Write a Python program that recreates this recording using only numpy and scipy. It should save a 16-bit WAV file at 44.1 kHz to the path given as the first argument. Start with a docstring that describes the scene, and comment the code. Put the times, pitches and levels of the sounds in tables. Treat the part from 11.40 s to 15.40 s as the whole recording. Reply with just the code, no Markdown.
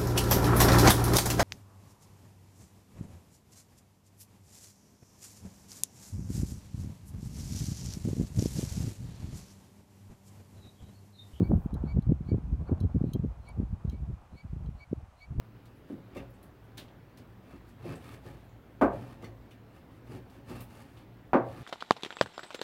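"""A lawn in gusty wind: buffets and thumps on a microphone over a low rumble, slowly easing.
Wind is shaped noise read at a varying flow speed, plus single short pressure swings.
A small spinning ornament squeaks on its axle once a turn: gliding tones, narrow-band rasp, scrape noise.
Its loose plastic parts tick as banks of decaying modes.
Behind: a soft rush of open air, faint steady noise with a thin whine, one brief high hiss."""
import sys
import numpy as np
from scipy import signal
from scipy.fft import rfft, irfft
from scipy.io import wavfile
from scipy.ndimage import map_coordinates

SR = 44100
rng = np.random.default_rng(int(sys.argv[2]) if len(sys.argv) > 2 else 0)


def wav_out(sig):
    """Save sig, one row per channel (or a flat mono array), as 16-bit PCM at SR to the path in sys.argv[1]."""
    wavfile.write(sys.argv[1], SR, np.round(np.clip(np.atleast_2d(sig).T, -1, 1) * 32767).astype(np.int16))


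N = 176400
T = np.arange(N) / SR

# All spectra are relative: noise() scales them to rms 1.
# wind buffets, before the port high-pass: centre t/s, nominal length/s, level/dB, eddy rate f/Hz
BUFFETS = [(0.025, 0.04, -22.5, 169.2), (0.122, 0.0321, -19, 247.1), (0.163, 0.052, -23, 125.1),
           (0.349, 0.045, -31, 119.1), (0.46, 0.054, -34, 134.7), (0.572, 0.0492, -22, 128.5),
           (0.708, 0.05, -20.5, 117.8), (0.936, 0.055, -23.5, 184), (1.135, 0.039, -26.5, 101),
           (1.208, 0.0475, -30, 115.6), (1.322, 0.027, -22.5, 194.6), (1.444, 0.045, -22.5, 128.3),
           (1.566, 0.034, -23, 134.5), (1.663, 0.049, -32.5, 158.3), (1.758, 0.0269, -27, 185.8),
           (1.845, 0.0407, -29.5, 173.2), (2.205, 0.05, -29, 151.4), (2.29, 0.051, -37, 94.9),
           (2.339, 0.0413, -30.5, 119.6), (2.485, 0.0317, -28.5, 109.5), (2.538, 0.0424, -35, 122.9),
           (2.693, 0.0497, -34.5, 109.1), (2.944, 0.0345, -43.5, 147), (3.051, 0.022, -37.5, 109.4),
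           (3.247, 0.11, -39, 111.3), (3.916, 0.043, -36.5, 105.6), (3.962, 0.031, -33.5, 98.5),
           (3.99, 0.0225, -20, 104.8)]
# buffet pressure spectrum at the usual eddy rate: f/Hz, density/dB per Hz
EDDY_SPECTRUM = [(15, -39), (40, -9.5), (85, 2.5), (150, -1.5), (230, -7.5), (350, -19.5), (560, -29),
                 (880, -50.5), (2000, -74), (5000, -99)]
# single tight eddies, before the high-passes: centre t/s, nominal peak/dB, swing f/Hz
THUMPS = [(.007, -10, 237), (0.028, -12, 184), (.113, -15, 230), (.118, -18.5, 540), (0.261, -17, 167),
          (0.333, -21.5, 180), (.44, -20, 198), (.574, -20.5, 223), (.592, -16, 170), (0.669, -24, 144),
          (.721, -7.5, 205), (.809, -23, 135), (0.89, -24, 170), (.919, -18, 260), (0.983, -21.5, 185),
          (1.296, -24, 270), (1.319, -13, 200), (1.412, -18, 123), (1.563, -16, 185), (1.609, -30, 337),
          (1.615, -15, 135), (1.642, -13.5, 200), (1.69, -24, 132), (1.72, -28, 139), (1.76, -16.5, 147),
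          (1.797, -16.5, 111), (1.848, -18.5, 252), (2.175, -21.5, 120), (2.202, -15, 164),
          (2.232, -21.5, 168), (2.451, -17, 119), (2.478, -24.5, 138), (2.603, -28.5, 89),
          (2.633, -32, 116), (3.132, -23.5, 114), (3.166, -25.5, 90), (3.29, -26.5, 122), (3.516, -27, 147),
          (3.531, -15, 267)]
# rumble between buffets, before trim and port high-pass: t/s, level/dB
RUMBLE_LEVEL = [(0, -29), (.3, -41.5), (.52, -31), (.8, -58.5), (1.1, -28.5), (1.25, -45.5), (1.38, -32.5),
                (1.87, -36.5), (1.99, -45), (2.1, -39), (2.42, -42.5), (2.73, -35.5), (2.81, -60),
                (3.0, -62), (3.1, -41), (3.33, -37), (3.46, -61.5), (3.57, -34), (3.85, -80), (3.93, -53)]
# rumble spectrum: f/Hz, density/dB per Hz
RUMBLE_SPECTRUM = [(15, -40.5), (33, -14.5), (55, 11.5), (90, 0), (150, -6.5), (250, -20.5), (420, -37.5),
                   (900, -65), (3000, -88)]
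# axle squeaks: centre t/s, nominal length/s, tone level/dB, rasp level/dB
SQUEAKS = [(0.057, 0.082, -56, -70.5), (0.505, 0.081, -54, -67.5), (0.907, 0.066, -58, -68),
           (1.292, 0.019, -61.5, -76.5), (2.094, 0.07, -54.5, -66.5), (2.552, 0.11, -66.5, -85),
           (2.995, 0.086, -57, -67.5), (3.42, 0.069, -53.5, -69), (3.831, 0.076, -54.5, -66)]
# dry rubbing of the axle: f/Hz, density/dB per Hz
SCRAPE_SPECTRUM = [(1500, -25), (2800, -2), (3600, -8.5), (4150, 6), (4600, -13.5), (7000, -14),
                   (15000, -19.5)]
# rubs that do not squeak: centre t/s, width/s, level/dB
RUBS = [(1.691, 0.045, -74), (2.518, 0.03, -72.5)]
# plastic ticks: t/s, relative level/dB, treble tilt/dB per 2 octaves, favoured region f/Hz, rattle/s
TICKS = [(0.34, -52, 1, 3770, 0.0026), (0.622, -60, -4, 4080, 0.0018), (1.402, -46.5, -5.5, 5000, 0.0028),
         (1.429, -61, -22, 3960, 0.0033), (1.734, -42, 4.5, 3380, .0013), (2.0865, -59, -1.5, 9070, 0.0023),
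         (2.496, -44.5, -11.5, 5000, 0.002), (3.26, -55, -20, 2770, 0.0018)]
# modes of the plastic: f/Hz, relative level/dB, t60/s
PLASTIC_MODES = [(2840, -9.5, 0.042), (3200, -3.5, 0.079), (3966, 2, 0.046), (4310, -4, 0.045),
                 (5410, -6, 0.051), (6390, 2, 0.025), (7460, -4.5, 0.021), (9590, 9.5, 0.015),
                 (9970, 0.5, 0.016), (11250, -6, 0.023), (11800, -3, 0.038), (12500, -8.5, 0.022),
                 (13410, 3.5, 0.026), (14720, -1, .02)]
# rush of air: t/s, level/dB
RUSH_LEVEL = [(0, -51), (.3, -55.5), (.39, -50), (.65, -59), (1.1, -60), (1.33, -51.5), (1.6, -59.5),
              (2.1, -57), (2.7, -62.5), (4, -63.5)]
# rush spectrum: f/Hz, density/dB per Hz
RUSH_SPECTRUM = [(100, 7.5), (400, -2), (750, 2), (1150, -4.5), (1650, -14), (2300, -36), (4000, -35.5),
                 (8000, -69)]
# steady faint background: f/Hz, density/dB per Hz
AIR_SPECTRUM = [(300, -20.5), (700, -1), (1200, -4), (1840, -11.5), (2450, -12.5), (3540, -19), (4700, -22),
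                (6200, -22.5), (15700, -33)]
# brief high hiss: f/Hz, density/dB per Hz
HISS_SPECTRUM = [(3000, -17), (9500, -4.5), (15500, 1), (17000, -23)]

# buffet: flow speed at edge and core relative to its eddy rate; level of the wider skirt
USUAL_EDDY_HZ, EDGE_SPEED, CORE_SPEED, SKIRT_DB = 150.2, 0.65, 1.03, -22.5
# unsteady flow: log-speed depth, rate, power law from speed to pressure
FLUTTER_DEPTH, FLUTTER_HZ, FLUTTER_POWER = 0.2137, 66.6, 2.1
THUMP_CYCLES, THUMP_CUT_HZ, THUMP_RAGGED, RAGGED_HZ = 0.43, 71, 0.19, 322
RUMBLE_TRIM_DB, PORT_CUT_HZ = -1.0, 43.3

SQUEAK_HZ, GLIDE_HZ_PER_S, WAVER_RMS = 2270, 800, 0.0057
OCTAVE_DB, THIRD_DB = -1, -15  # overtones relative to the rasp
RASP_LEAD_S, RASP_WIDTH_S = 0.013, 0.017
RASP_HZ, RASP_GLIDE_HZ_PER_S, RASP_BAND_HZ = 4410, 1000, 150
SCRAPE_DB, SCRAPE_LEAD_S, SCRAPE_WIDTH_S = -7, 0.019, 0.048  # dB relative to the rasp

TILT_PIVOT_HZ = 3200
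FAVOUR_DB, FAVOUR_OCTAVES, CONTACT_SPREAD_DB = 12, 0.16, 2
CHATTER_DB, CRACK_DB = -7.5, -9.5

AIR_TREBLE_DB, AIR_TREBLE_FROM_HZ = -76, 2500
WHINE_HZ, WHINE_DB = 2442, -85
HISS_FROM_S, HISS_TO_S, HISS_FADE_S, HISS_DB = 0.02, 0.28, 0.025, -76
CUTOFF_HZ = 15900


def amp(db):
    """Decibels to gain."""
    return 10 ** (np.asarray(db) / 20)


def unit(x):
    """Scale to rms 1."""
    return x / np.sqrt(np.mean(x ** 2) + 1e-20)


def curve(points):
    """Gain over time from (t/s, level/dB) points."""
    return amp(np.interp(T, *np.transpose(points)))


def noise(spectrum, size=N):
    """Gaussian noise of rms 1, shaped by dB interpolated over log frequency."""
    f, db = np.transpose(spectrum)
    hz = np.fft.rfftfreq(size, 1 / SR)
    gain = amp(np.interp(np.log(hz + 1), np.log(f), db))
    return unit(irfft(rfft(rng.standard_normal(size)) * gain, size))


def drift(hz, size=N):
    """Random motion of rms 1 with a Gaussian low-pass at about hz."""
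    gain = np.exp(-(np.fft.rfftfreq(size, 1 / SR) / hz) ** 2)
    return unit(irfft(rfft(rng.standard_normal(size)) * gain, size))


def bell(x, width):
    """Smooth rise and fall about zero."""
    return np.exp(-(x / width) ** 2)


def highpass(x, order, cut_hz):
    """Butterworth high-pass."""
    return signal.sosfilt(signal.butter(order, cut_hz, "high", fs=SR, output="sos"), x)


def add(mix, start_s, sound):
    """Mix a sound in at start_s, trimmed to the mix."""
    at = round(start_s * SR)
    sound = sound[max(-at, 0):]
    part = mix[max(at, 0):][:len(sound)]
    part += sound[:len(part)]


def wind():
    """Rumble, buffets and thumps on the microphone, whose port sheds the deepest bass."""
    out = rumble()
    pushes = [(centre_s, buffet(*row)) for centre_s, *row in BUFFETS]
    pushes += [(centre_s, thump(*row)) for centre_s, *row in THUMPS]
    for centre_s, push in pushes:
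        add(out, centre_s - len(push) / SR / 2, push)
    return highpass(out, 2, PORT_CUT_HZ)


def buffet(length_s, db, eddy_hz, size=16384):
    """Ragged knot of eddies over the port: faster flow pushes harder and shifts the spectrum up."""
    t = (np.arange(size) - size / 2) / SR
    core = np.exp(-abs(t / (0.5436 * length_s)) ** 2.06)
    flutter = np.exp(FLUTTER_DEPTH * np.tanh(drift(FLUTTER_HZ, size=size)))
    speed = eddy_hz / USUAL_EDDY_HZ * (EDGE_SPEED + (CORE_SPEED - EDGE_SPEED) * core) * flutter
    # read the eddy pattern at the flow speed
    eddies = noise(EDDY_SPECTRUM, size=size)
    pressure = map_coordinates(eddies, [np.cumsum(speed)], order=3, mode="grid-wrap")
    swell = core + amp(SKIRT_DB) * bell(t, 4.1 * length_s)
    push = unit(pressure * swell * flutter ** FLUTTER_POWER)
    return amp(db) * push * np.sqrt(np.mean(swell ** 2))


def thump(db, hz, size=4096):
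    """One tight eddy: a sharp, ragged pressure swing that leaks away in a slower rebound."""
    cycles = (np.arange(size) - size / 2) / SR * hz
    swing = np.sin(2 * np.pi * (cycles + rng.random())) / np.cosh(2 * cycles / THUMP_CYCLES)
    swing *= 1 + THUMP_RAGGED * drift(RAGGED_HZ, size=size)
    return amp(db) * highpass(swing, 2, THUMP_CUT_HZ)


def rumble():
    """Low wind noise, made lumpy by random gain in dB."""
    lumps = amp(4.4 * drift(47))
    return amp(RUMBLE_TRIM_DB) * curve(RUMBLE_LEVEL) * unit(noise(RUMBLE_SPECTRUM) * lumps)


def axle():
    """Axle scrapes, rasps, then catches into a rising tone; a harder rasp brings out overtones."""
    out, rubbing = np.zeros(N), np.zeros(N)
    waver, shake = drift(150), drift(57)
    grit_cos, grit_sin = drift(RASP_BAND_HZ), drift(RASP_BAND_HZ)
    for centre_s, length_s, db, rasp_db in SQUEAKS:
        near = abs(T - centre_s) < 0.15
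        t = T[near] - centre_s
        squeak_hz = SQUEAK_HZ * (1 + WAVER_RMS * waver[near]) + GLIDE_HZ_PER_S * t
        phase = 2 * np.pi * np.cumsum(squeak_hz) / SR
        grip = np.exp(-abs(t / (0.31 * length_s)) ** 3.2) * amp(3.1 * shake[near])
        tone = amp(db) * np.sin(phase)
        tone += amp(rasp_db + OCTAVE_DB) * np.sin(2 * phase)
        tone += amp(rasp_db + THIRD_DB) * np.sin(3 * phase)
        # rasp: narrow noise band on a gliding carrier
        rasp_t = t + RASP_LEAD_S
        carrier = 2 * np.pi * np.cumsum(RASP_HZ + RASP_GLIDE_HZ_PER_S * rasp_t) / SR
        rasp = grit_cos[near] * np.cos(carrier) + grit_sin[near] * np.sin(carrier)
        out[near] += grip * tone + amp(rasp_db) * rasp * bell(rasp_t, RASP_WIDTH_S)
        rubbing[near] += amp(rasp_db + SCRAPE_DB) * bell(t + SCRAPE_LEAD_S, SCRAPE_WIDTH_S)
    for centre_s, width_s, db in RUBS:
        rubbing += amp(db) * bell(T - centre_s, width_s)
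    return out + rubbing * noise(SCRAPE_SPECTRUM)


def ticks(size=4096):
    """Loose part rattles for milliseconds; where it lands decides which modes ring most."""
    out, t = np.zeros(N), np.arange(size) / SR
    for start_s, db, tilt_db, favoured_hz, rattle_s in TICKS:
        ring, crack = np.zeros(size), np.zeros(size)
        for hz, mode_db, t60_s in PLASTIC_MODES:
            tilt = tilt_db * np.log2(hz / TILT_PIVOT_HZ) / 2
            favour = FAVOUR_DB * bell(np.log2(hz / favoured_hz), FAVOUR_OCTAVES)
            spread = CONTACT_SPREAD_DB * rng.standard_normal()
            swing = amp(mode_db + tilt + favour + spread) * np.sin(2 * np.pi * (hz * t + rng.random()))
            chatter = 1 + amp(CHATTER_DB) * drift(200, size=size)
            ring += swing * amp(-60 * t / t60_s) * chatter
            crack += swing * drift(900, size=size)
        contact = t / rattle_s
        onset = ring * np.minimum(contact, 1)
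        rattle = amp(CRACK_DB) * crack * contact * np.exp(1 - contact)
        add(out, start_s, amp(db) * (onset + rattle) / 4)
    return out


def open_air():
    """Sum of the background layers."""
    return rush() + faint_air() + whine() + hiss()


def rush():
    """Soft rush: shaped noise with fluttering gain."""
    return curve(RUSH_LEVEL) * unit(noise(RUSH_SPECTRUM) * amp(3.0 * drift(22)))


def faint_air():
    """Steady noise, its level set by the part above AIR_TREBLE_FROM_HZ."""
    air = noise(AIR_SPECTRUM)
    treble = highpass(air, 4, AIR_TREBLE_FROM_HZ)
    return amp(AIR_TREBLE_DB) * air / treble.std()


def whine():
    """Thin steady sine with slowly wandering phase."""
    return amp(WHINE_DB) * np.sin(2 * np.pi * WHINE_HZ * T + 0.41 * drift(3.5))


def hiss():
    """High noise under a brief gate with linear fades."""
    gate = np.clip(np.minimum(T - HISS_FROM_S, HISS_TO_S - T) / HISS_FADE_S, 0, 1)
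    return amp(HISS_DB) * gate * noise(HISS_SPECTRUM)


def scene():
    """Wind, ornament and open air at one microphone."""
    return (wind() + axle() + ticks() + open_air())[None]


def record(dry):
    """Recorder band limit: linear-phase low-pass."""
    lowpass = signal.firwin(511, CUTOFF_HZ, window=("kaiser", 9), fs=SR)
    return signal.oaconvolve(dry, lowpass[None], "same")


dry = scene()
out = record(dry)
wav_out(out)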